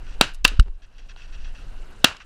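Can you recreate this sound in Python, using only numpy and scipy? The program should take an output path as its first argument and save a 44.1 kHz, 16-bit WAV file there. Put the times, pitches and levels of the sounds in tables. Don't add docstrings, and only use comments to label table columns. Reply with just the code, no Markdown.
import sys
import numpy as np
from scipy import signal
from scipy.io import wavfile
from scipy.ndimage import uniform_filter1d

SR = 44100
rng = np.random.default_rng(int(sys.argv[2]) if len(sys.argv) > 2 else 0)


def to_linear_factor(level_db):
    exponent = np.asarray(level_db, float) / 20
    return 10 ** exponent


def generate_wav(sig):
    pcm = np.round(np.clip(np.atleast_2d(sig).T, -1, 1) * 32767).astype(np.int16)
    wavfile.write(sys.argv[1], SR, pcm)


N = 99225
T = np.arange(N) / SR


def rms_one(x):
    return x / np.sqrt(np.mean(x ** 2) + 1e-20)


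def cut(x, hz, kind, order=2):
    return signal.sosfilt(signal.butter(order, hz, kind, fs=SR, output="sos"), x)


def drift(rate_hz):
    r = np.exp(-2 * np.pi * rate_hz / SR)
    wander = signal.lfilter([1], [1, -2 * r, r * r], rng.standard_normal(2 * N))
    return rms_one(wander[N:])


def dying(start_s, t60_s, hold_s=0.):
    falling_s = np.clip(T - start_s - hold_s, 0, None)
    return (T >= start_s) * to_linear_factor(-60 * falling_s / t60_s)


def resonate(x, table):
    out = x.copy()
    for hz, width_hz, db in table:
        r = np.exp(-np.pi * width_hz / SR)
        feed = np.array([1, 0, -1]) * (1 - r * r) / 2
        ring = [1, -2 * r * np.cos(2 * np.pi * hz / SR), r * r]
        out += to_linear_factor(db) * signal.lfilter(feed, ring, x)
    return out


# f/Hz, level/dB (per Hz)
AIR_SPECTRUM = [(60, 4.5), (130, -6), (300, -11), (700, -15.5), (1500, -22), (4000, -30.5), (8000, -33.5),
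                (14000, -45.5)]


def air():
    level_db, flicker_db = -49, 2.5
    hz, db = np.transpose(AIR_SPECTRUM)
    edges = 50 * 2 ** np.arange(0, 8.6, .5)
    white = rng.standard_normal((2, N))
    out = 0
    for k, (low, high) in enumerate(zip(edges, edges[1:])):
        band_db = np.interp(np.log(low * high) / 2, np.log(hz), db)
        flicker = to_linear_factor(band_db + flicker_db * drift(30))
        out = out + flicker * cut(white[k % 2], [low, high], "band")
    return to_linear_factor(level_db) * cut(rms_one(out), 12000, "low", order=4)


# t/s, level/dB
GUSTS = [(0, -36.5), (.1, -31), (.3, -29), (0.418, -13), (0.521, -7.5), (.6, -14.5), (.7, -13), (.8, -31.5),
         (.93, -36.5), (1.0, -26.5), (1.202, -40), (1.351, -29.5), (1.49, -25.5), (1.58, -42.5),
         (1.68, -31.5), (1.798, -33.5), (1.95, -44), (2.25, -39)]


def wind():
    low_hz, high_hz = 14, 27.8
    gain_db, lump_db = 2.5, 2
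    s, db = np.transpose(GUSTS)
    noise = cut(cut(rng.standard_normal(2 * N), low_hz, "high"), high_hz, "low")
    even = noise / np.sqrt(uniform_filter1d(noise ** 2, size=SR // 12) + 1e-12)
    even = cut(even, high_hz * 1.28, "low", order=3)[N:]
    return to_linear_factor(np.interp(T, s, db) + gain_db + lump_db * drift(3.8)) * even


# t/s, length/s, level/dB
ECHOES = [(.065, 0.086, -62), (.82, 0.031, -54.5), (0.925, .05, -64), (0.981, 0.015, -52), (1.0, .06, -62),
          (1.087, 0.033, -53), (1.171, 0.048, -55), (1.22, 0.038, -56), (1.277, 0.027, -62),
          (1.324, 0.034, -55), (1.375, 0.08, -63), (1.444, 0.051, -60.5), (1.548, 0.018, -59.5),
          (1.573, 0.054, -63.5), (1.647, .07, -74), (2.199, 0.027, -50.5)]
# f/Hz, width/Hz, level/dB (over the plain echo)
BANK_RINGS = [(1800, 390, 12), (2606, 140, 9.5), (3270, 110, 10.5), (4500, 430, -1.5), (5650, 246, 8)]


def echoes():
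    low_hz, high_hz, fade_s = 1260, 6500, .006
    thin = cut(rng.standard_normal(N), low_hz, "high")
    noise = rms_one(cut(thin, high_hz, "low", order=4))
    shape = 0
    for s, length_s, db in ECHOES:
        fading_s = np.clip(T - s - length_s, 0, None)
        shape = shape + to_linear_factor(db) * (T >= s) * np.exp(-fading_s / fade_s)
    return resonate(shape * noise * to_linear_factor(1.2 * drift(150) - 5.5), BANK_RINGS)


# t/s, level/dB, t60/s, centre f/Hz
CLACKS = [(0.2097, -20, 0.017, 1009), (.3375, -41, 0.021, 7500), (0.3457, -34.5, 0.042, 6500),
          (0.445, -10.5, 0.043, 4500), (0.4781, -11, .012, 7000), (.479, -18.5, .05, 3300),
          (.515, -26, .1, 260), (.66, -37, .15, 250), (.4500, -2, .03, 1500), (0.5968, -16, 0.017, 2910),
          (.235, -24, .2, 85), (2.075, -29, .2, 90), (0.6037, -32, 0.0081, 4500), (0.607, -45, .02, 3500),
          (.6263, -41, 0.025, 3260), (.993, -44, .04, 330), (1.1627, -44, 0.028, 760),
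          (1.1619, -47.5, 0.026, 2500), (2.0422, -22.5, .02, 893.6), (2.1477, -28.5, 0.013, 1090),
          (2.168, -32.5, 0.01, 3980), (2.112, -23, 0.014, 900), (2.202, -40, 0.11, 1500)]


def clacks():
    spread = 1.6
    noise = rng.standard_normal(N)
    out = 0
    for s, db, t60_s, hz in CLACKS:
        burst = dying(s, t60_s) * noise + 1e-18
        band = cut(burst, [hz / spread, hz * spread], "band")
        out = out + to_linear_factor(db) * np.sqrt(SR / 2 / hz) * band
    return out


# t/s, crack level/dB, crack t60/s, tail level/dB, tail t60/s
BLASTS = [
    (.2114, 6.5, 0.0045, -18.5, .27),
    (.4496, 16, 0.011, -26.5, 0.35),
    (2.0442, 7.5, .014, -20, 0.28),
]
# push level/dB, push half length/s, crack hold/s, favoured f/Hz
FRONTS = [
    (6.5, .0006, .0014, 3950),
    (4, .0005, .0024, 2950),
    (1.5, .0007, 0.002, 3300),
]


def blasts():
    crack_top_hz, crack_ring_db = 6500, 8
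    thud_db, thud_t60_s, thud_hz = -6, .03, 293
    bright_db, bright_share = -1.5, 0.69
    crack, hiss = rng.standard_normal((2, N))
    crack = rms_one(cut(crack, crack_top_hz, "low"))
    dull = rms_one(cut(hiss, 2500, "low"))
    bright = rms_one(cut(cut(hiss, 9000, "low"), 7500, "low"))
    lumps_db = 1.2 * drift(120)
    out = 0
    for blast, front in zip(BLASTS, FRONTS):
        s, crack_db, crack_t60_s, tail_db, tail_t60_s = blast
        push_db, push_s, hold_s, hz = front
        u = (T - s) / push_s
        push = np.where((u > 0) & (u < 2), u - 1, 0)
        out = out + to_linear_factor(push_db) * cut(push, crack_top_hz, "low")
        thud = dying(s, thud_t60_s) * np.sin(2 * np.pi * thud_hz * (T - s))
        out = out - to_linear_factor(thud_db) * thud
        rung_crack = resonate(crack, [(hz, 500, crack_ring_db)])
        out = out + to_linear_factor(crack_db - 13.5) * dying(s, crack_t60_s, hold_s) * rung_crack
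        tail = dying(s, tail_t60_s) * dull
        tail = tail + to_linear_factor(bright_db) * dying(s, tail_t60_s * bright_share) * bright
        out = out + to_linear_factor(tail_db + lumps_db) * tail
    return cut(out, 120, "high")


def jolt():
    swing_s, swing_db, rise_s, t60_s, hold_s = .5955, 10, 0.0015, 0.077, .013
    start_hz, end_hz, sag_s = 59.1, 29.6, 0.0064
    knock_s, knock_width_s, knock_hz = .5975, .0009, 1380
    knock_db, hiss_db = -2, -5.5
    after = np.clip(T - swing_s, 0, None)
    turns = end_hz * after + (start_hz - end_hz) * sag_s * (1 - np.exp(-after / sag_s))
    rise = np.exp(-.5 * (np.clip(T - swing_s, None, 0) / rise_s) ** 2)
    fall_db = 60 * np.clip(after - hold_s, 0, None) / t60_s
    swing = to_linear_factor(swing_db - fall_db) * rise * np.cos(2 * np.pi * turns)
    bell = np.exp(-.5 * ((T - knock_s) / knock_width_s) ** 2)
    tone = to_linear_factor(knock_db) * np.sin(2 * np.pi * knock_hz * (T - knock_s))
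    hiss = to_linear_factor(hiss_db) * cut(rng.standard_normal(N), 6000, "low")
    return swing + bell * (tone + hiss)


def creak():
    start_s, gap_s, quicken = .655, .0058, .87
    level_db, dull_hz = -7.5, 505
    k = np.arange(8)
    slip_s = start_s + np.cumsum(gap_s * quicken ** k)
    slips = np.zeros(N)
    slips[(slip_s * SR).astype(int)] = to_linear_factor(level_db + k / 2 + rng.normal(0, 3.1, len(k)))
    dull = cut(slips + 1e-18, dull_hz, "low", order=1)
    return cut(dull, [120, 2500], "band", order=1)


# f/Hz, width/Hz, level/dB (over the direct sound)
HOUSING = [(1500, 350, 6), (2797, 360, 11.5), (3864, 500, 3.5), (4700, 700, -5.5), (5700, 440, -15.5),
           (7300, 700, -13.5)]


def scene():
    cased = 0.63
    far = air()
    through_housing = resonate(blasts() + clacks() + echoes() + cased * far, HOUSING)
    direct = (1 - cased) * far + jolt() + creak() + wind()
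    return (through_housing + direct)[None]


def top_cut(x):
    return signal.sosfilt(signal.butter(12, 15660, fs=SR, output="sos"), x)


def record(dry):
    above_db, depth_db = -3, 12
    attack_s, hold_s, recover_db_per_s = 0.0063, 0.31, 14.5
    over_db = 20 * np.log10(np.abs(dry[0]) + 1e-9) - above_db
    over_db = np.clip(over_db, 0, depth_db + recover_db_per_s * hold_s)
    climb_db = recover_db_per_s * T
    duck_db = np.clip(np.maximum.accumulate(over_db + climb_db) - climb_db, 0, depth_db)
    r = np.exp(-1 / (attack_s * SR))
    x = dry * to_linear_factor(-signal.lfilter([1 - r], [1, -r], duck_db))
    return top_cut(np.clip(x, -1, 1))


dry = scene()
out = record(dry)
generate_wav(out)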